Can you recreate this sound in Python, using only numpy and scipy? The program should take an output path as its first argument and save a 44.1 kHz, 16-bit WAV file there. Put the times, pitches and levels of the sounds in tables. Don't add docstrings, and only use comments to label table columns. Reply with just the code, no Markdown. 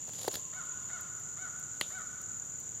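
import sys
import numpy as np
from scipy import signal
from scipy.fft import rfft, irfft, next_fast_len
from scipy.io import wavfile

SR = 44100
rng = np.random.default_rng(int(sys.argv[2]) if len(sys.argv) > 2 else 0)


def persist_wave(psi):
    counts = np.round(np.clip(psi, -1, 1) * 32767).astype(np.int16)
    wavfile.write(sys.argv[1], SR, np.atleast_2d(counts).T)


N = 123480


def undb(db):
    return 10 ** (np.asarray(db) / 20)


def unit(x):
    return x / np.sqrt(np.mean(x ** 2) + 1e-30)


def noise():
    return rng.standard_normal(N)


def clock():
    return np.arange(N) / SR


def colour(x, points):
    size = next_fast_len(N + 8192, real=True)
    hz, db = np.array(sorted(points), float).T
    f = np.maximum(np.arange(size // 2 + 1) * SR / size, 1)
    log_gain = np.log(undb(np.interp(np.log(f), np.log(hz), db)))
    cepstrum = irfft(log_gain, size)
    cepstrum[1:size // 2] *= 2
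    cepstrum[size // 2 + 1:] = 0
    response = np.exp(rfft(cepstrum))
    return irfft(rfft(x, size) * response, size)[..., :N]


def wavering(hz, width_hz):
    f = np.arange(N // 2 + 1) * SR / N
    band = np.exp(-2 * ((f - hz) / width_hz) ** 2)
    return unit(irfft(rfft(noise()) * band, N))


def decay(start, seconds):
    t = clock() - start
    return (t >= 0) * np.exp(-np.maximum(t, 0) / seconds)


def ring_down(t, t60):
    return np.exp(-np.log(1000) * t / t60)


def blow(x, db):
    return unit(x) * np.sqrt(.005 * SR / N) * undb(db)


def stereo(mid, side):
    return np.array([mid + side, mid - side])


def spread(x, side_db):
    scatter = noise()[:768] * np.hanning(1536)[768:]
    side = signal.fftconvolve(x, scatter / np.linalg.norm(scatter))[:N]
    return stereo(x, undb(side_db) * side)


# frequency in Hz, gain in dB.
AIR_SPECTRUM = [(15, -23), (28, -18), (40, -9.5), (62, -8), (110, 1.5), (160, -1.5), (250, -7.5),
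                (400, -10.5), (650, -15), (1100, -14), (2000, -18), (2700, -20), (3500, -21), (5000, -25),
                (9500, -33), (12000, -26.5), (14000, -22), (16000, -42)]
# frequency in Hz, side gain in dB.
AIR_SIDE_SPECTRUM = [(30, 17), (70, -8), (150, -2.5), (500, 6.5), (1500, 0), (3000, -4), (9000, -27.5),
                     (13000, -0.5)]
# frequency in Hz, left minus right in dB.
AIR_BALANCE = [(30, 2.5), (120, -4.5), (300, -1), (900, 0), (16000, 0)]
AIR_DB = -58


def air():
    mid = unit(colour(noise(), AIR_SPECTRUM))
    side = colour(unit(colour(noise(), AIR_SPECTRUM)), AIR_SIDE_SPECTRUM)
    left, right = undb(AIR_DB) * stereo(mid, side)
    left = colour(left, [(hz, db / 2) for hz, db in AIR_BALANCE])
    right = colour(right, [(hz, -db / 2) for hz, db in AIR_BALANCE])
    return np.array([left, right])


STROKE_SHARE = .55
STROKE_SWEEP_HZ, STROKE_SCATTER_HZ, STROKE_SCATTER_DB = 346.7, 88.26, 2


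def singer(rate, pitch_hz):
    cycle = clock() * rate + rng.random()
    stroke = cycle.astype(int) % 512
    size, detune, angle = rng.standard_normal((512, 3))[stroke].T
    u = np.minimum(cycle % 1 / STROKE_SHARE, 1)
    hz = pitch_hz + STROKE_SCATTER_HZ * detune + STROKE_SWEEP_HZ * (.5 - u)
    tone = np.sin(2 * np.pi * np.cumsum(hz) / SR + np.pi * angle)
    tone = tone + 0.61 * wavering(pitch_hz, 780)
    strength = np.sin(np.pi * u) * undb(STROKE_SCATTER_DB * size)
    return unit(strength * tone)


def drone(hz, wander_hz):
    pitch = hz + wander_hz * wavering(0, 40.1)
    return unit(np.sin(2 * np.pi * np.cumsum(pitch) / SR))


# strokes per second, pitch in Hz, level in dB.
NEAR_SINGERS = [(58.37, 7080, -51.5), (36.96, 6900, -50), (19.07, 6850, -53), (13.25, 7200, -59.5),
                (99.9, 7050, -57.5)]
# pitch in Hz, pitch wander in Hz, level in dB.
HELD_NOTES = [(6716, 18.12, -59), (6970, 13.74, -54.5)]
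# frequency in Hz, gain in dB.
CHORUS_SPECTRUM = [(5000, -52), (5450, -28), (5750, -21), (5950, -11.5), (6500, -13), (6720, -6),
                   (6950, 1.5), (7250, -3.5), (7580, -7.5), (7950, -22.5), (8500, -24.5), (9200, -35.5),
                   (10500, -59.5)]
CHORUS_DB, INSECT_SIDE_DB = -46.5, -19


def insects():
    near = sum(undb(db) * singer(rate, hz) for rate, hz, db in NEAR_SINGERS)
    held = sum(undb(db) * drone(hz, wander) for hz, wander, db in HELD_NOTES)
    far = undb(CHORUS_DB) * unit(colour(noise(), CHORUS_SPECTRUM))
    return spread(near + held + far, INSECT_SIDE_DB)


# frequency in Hz, gain in dB.
TRILL_SPECTRUM = [(2200, -22), (2650, 0), (3000, 1), (3200, -2), (3550, 0), (4000, -12), (4700, -5),
                  (5600, -24)]
TRILL_HZ, TRILL_DB = 59.9, -67
TRILL_DECAY = 0.4
TRILL_END_S, TRILL_FADE_S = 1.06, 0.069
TONE_HZ, TONE_WIDTH_HZ, TONE_DB = 1051, 88, -64.5
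TONE_START_S, TONE_END_S, TONE_FADE_S = 0.3, 0.98, 0.29


def far_calls():
    t = clock()
    pulses = noise() * np.exp(-(t * TRILL_HZ % 1) / TRILL_DECAY)
    fade = np.clip((TRILL_END_S - t) / TRILL_FADE_S + 1, 0, 1)
    trill = undb(TRILL_DB) * unit(colour(pulses, TRILL_SPECTRUM)) * fade
    gate = np.clip(np.minimum(t - TONE_START_S, TONE_END_S - t) / TONE_FADE_S + 1, 0, 1)
    tone = undb(TONE_DB) * gate * wavering(TONE_HZ, TONE_WIDTH_HZ)
    return spread(trill + tone, -20)


# frequency in Hz, gain in dB.
WOOD_SPECTRUM = [(300, -20), (720, -1), (1000, -1), (1150, 1), (1330, 2.5), (1490, 0), (2200, -4),
                 (5000, -2.5), (9000, -10.5)]
WOOD_SIDE_DB = -7.5


def echoes(x, envelope):
    def cloud():
        reflections = unit(colour(noise() * envelope, WOOD_SPECTRUM))
        return signal.fftconvolve(x, reflections)[:N] / np.sqrt(N)

    mid, side = cloud(), cloud()
    return stereo(mid, undb(WOOD_SIDE_DB) * side) / 2


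# start in seconds, length in seconds, pitch ratio, level in dB.
CAW_TIMES = [(.524, 0.11, 0.99, -50), (0.887, 0.12, 0.97, -50.5), (1.366, .126, 1.0, -50),
             (1.898, 0.13, 1.0, -49)]
# share of its length, pitch in Hz before the ratio, effort in dB,
# extra level of the second harmonic in dB, roughness from 0 to 1.
CAW_COURSE = [(0, 520, -13, 13, .6), (.12, 625, -2, -3.5, .55), (.25, 740, -5.5, -10, 0.1),
              (.42, 755, -2.5, -1, 0.26), (.58, 743.6, -5, 4.5, 0.09), (.76, 659, -7, 5.5, 0.6),
              (1, 570, -6.5, 1, 0.4)]
# frequency in Hz, gain in dB.
THROAT_SPECTRUM = [(400, -21), (720, -16), (1000, -13), (1250, -9.5), (1490, 1.5), (1620, -8),
                   (1950, -11.5), (2250, -13.5), (2600, -29), (3100, -22), (3750, -20.5), (4500, -29),
                   (5300, -25.5), (7000, -46)]
HOARSE_JITTER, HOARSE_SHIMMER = 0.0754, 0.96
TRUNKS_S, TRUNKS_DB = 0.097, -5
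WOOD_T60_S, WOOD_DB = 2.45, -2.5


def crow():
    t, voice = clock(), 0
    share, pitch, effort, second, rough = np.array(CAW_COURSE).T
    for start, length, ratio, db in CAW_TIMES:
        u = (t - start) / length
        hoarse = np.interp(u, share, rough)
        jitter = 1 + HOARSE_JITTER * hoarse * wavering(123.2, 296)
        hz = ratio * np.interp(u, share, pitch) * jitter
        phase = 2 * np.pi * np.cumsum(hz) / SR
        swell = undb(np.interp(u, share, second))
        harmonics = sum(np.cos(k * phase) * (swell if k == 2 else 1) for k in range(1, 10))
        pulses = harmonics * (1 + HOARSE_SHIMMER * hoarse * wavering(149, 160))
        gate = np.clip(np.minimum(u, 1 - u) * 20, 0, 1) * undb(np.interp(u, share, effort))
        caw = unit(colour(pulses * gate, THROAT_SPECTRUM))
        voice = voice + undb(db) * caw * np.sqrt(length * SR / N)
    trunks = echoes(voice, decay(0, TRUNKS_S))
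    tail = echoes(voice, ring_down(t, WOOD_T60_S) * (1 - np.exp(-t / 0.029)))
    return spread(voice, -8.5) + undb(TRUNKS_DB) * trunks + undb(WOOD_DB) * tail


# start in seconds, level in dB.
BUMP_TIMES = [(.081, -52.5), (.093, -52), (.2445, -47), (.2485, -42), (.2797, -27.5), (.282, -39.5),
              (.342, -50), (.355, -47.5), (.371, -49.5)]
# frequency in Hz, gain in dB.
BUMP_SPECTRUM = [(60, -48), (150, -8), (380, 3.5), (600, 5), (900, -3), (1300, -17.5), (1700, -10),
                 (2300, -31), (5000, -24)]
BUMP_DECAY_S, BUMP_TAIL_S, BUMP_TAIL_DB = 0.00047, 0.0077, -8.5


def bumps():
    out = 0
    for start, db in BUMP_TIMES:
        push = np.diff(decay(start, BUMP_DECAY_S), prepend=0)
        shudder = noise() * decay(start, BUMP_TAIL_S)
        out = out + blow(colour(push, BUMP_SPECTRUM), db)
        out = out + blow(colour(shudder, BUMP_SPECTRUM), db + BUMP_TAIL_DB)
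    return out


# peak time in seconds, rise in seconds, fall in seconds,
# level in dB.
SLIDE_TIMES = [(.09, 0.042, .05, -80), (.232, 0.068, 0.043, -46.5), (.352, 0.027, 0.031, -44),
               (1.88, 0.082, 0.11, -57)]
# frequency in Hz, gain in dB.
SLIDE_SPECTRUM = [(200, -13.5), (500, 4), (1200, -9), (2300, -8), (3800, 1.5), (6000, -2.5), (10000, -2.5),
                  (14000, -5), (16000, -18)]
GRAINS_PER_S, GRAIN_SCATTER_DB = 2000, 4.0


def slides():
    t, push = clock(), 0
    for peak, rise, fall, db in SLIDE_TIMES:
        push = push + undb(db) * np.exp(np.minimum((t - peak) / rise, (peak - t) / fall))
    hits = rng.random(N) < GRAINS_PER_S / SR
    size = undb(GRAIN_SCATTER_DB * np.minimum(rng.exponential(size=N), 5))
    grains = hits * np.sign(noise()) * size
    return push * unit(colour(grains, SLIDE_SPECTRUM))


def clicks(rows, spectrum, seconds):
    bursts = sum(blow(noise() * decay(start, seconds), db) for start, db in rows)
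    return unit(colour(bursts, spectrum)) * np.std(bursts)


# start in seconds, level in dB.
SCRAPE_TIMES = [(.078, -55), (.093, -47), (.1345, -43), (.192, -46.5), (.2505, -44), (.2585, -55),
                (.2828, -32.5), (.315, -43.5), (.3385, -43), (.3415, -37), (.3545, -32), (.357, -36.5)]
# frequency in Hz, gain in dB.
GRIT_SPECTRUM = [(200, 2), (600, -7), (1700, -1), (2400, -3.5), (3500, 2), (4800, 4), (6000, -8.5),
                 (8000, -12), (11000, -4), (14000, -13), (16000, 3)]


def scrapes():
    return clicks(SCRAPE_TIMES, GRIT_SPECTRUM, seconds=0.0016)


# start in seconds, level in dB.
TICK_TIMES = [(.6545, -57), (1.009, -50), (1.200, -54), (1.5975, -52), (1.803, -57), (1.925, -56),
              (1.986, -57), (2.217, -48.5), (2.602, -53)]
# frequency in Hz, gain in dB.
TICK_SPECTRUM = [(1500, -20), (4000, -8), (9000, 1), (14000, 0), (16000, -3)]


def ticks():
    return clicks(TICK_TIMES, TICK_SPECTRUM, seconds=.001)


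# frequency in Hz, level in dB before scaling, 60 dB decay time in seconds.
RING_MODES = [(157, -18.5, 0.053), (341, -11, 0.023), (610, -7.5, 0.018), (900, -7.5, 0.0093),
              (1270, -12, 0.014), (1780, -3, 0.014), (2040, 2.5, 0.0099), (2880, 0, .02),
              (3140, -0.5, 0.01), (3340, -4, .015), (3950, -1, 0.007), (4800, -6.5, 0.0066),
              (6640, -2, 0.0053)]
# frequency in Hz, gain in dB.
CRACK_SPECTRUM = [(300, -11.5), (2800, 0.5), (4500, -1), (5300, -10), (6800, -4), (8700, -11), (10000, -7),
                  (11700, -8), (13000, -16), (16000, -13)]
# frequency in Hz, gain in dB.
SNAP_TAIL_SPECTRUM = [(300, -7), (1800, -16), (2900, -0.5), (3600, 3), (4400, -7), (5500, -13),
                      (12000, -16), (16000, -31)]
SNAP_S, RING_DB = 1.812, -28.5
CRACK_DB, CRACK_DECAY_S = -30, 0.00066
SNAP_TAIL_DB, SNAP_TAIL_S = -37.5, 0.029


def snap():
    t = np.maximum(clock() - SNAP_S, 0)
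    ring = 0
    for k, (hz, db, t60) in enumerate(RING_MODES):
        mode = undb(db) * np.sin(2 * np.pi * hz * t) * ring_down(t, t60)
        ring = ring + mode * (-1) ** k
    crack = colour(noise() * decay(SNAP_S, CRACK_DECAY_S), CRACK_SPECTRUM)
    tail = colour(noise() * decay(SNAP_S, SNAP_TAIL_S), SNAP_TAIL_SPECTRUM)
    return blow(ring, RING_DB) + blow(crack, CRACK_DB) + blow(tail, SNAP_TAIL_DB)


def turtles():
    litter = scrapes() + slides() + ticks() + snap()
    return spread(bumps(), side_db=-14.5) + spread(litter, side_db=-26)


def scene():
    return air() + insects() + far_calls() + crow() + turtles()


# frequency in Hz, gain in dB.
MICROPHONE_RESPONSE = [(15, -22), (35, -7.5), (60, 2), (2300, 0), (2520, -3), (2680, 0.5), (16000, 0)]
TOP_HZ = 15700


def record(dry):
    heard = colour(dry, MICROPHONE_RESPONSE)
    lowpass = signal.firwin(161, TOP_HZ, window="blackman", fs=SR)
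    return signal.fftconvolve(heard, lowpass[None], mode="same")


dry = scene()
out = record(dry)
persist_wave(out)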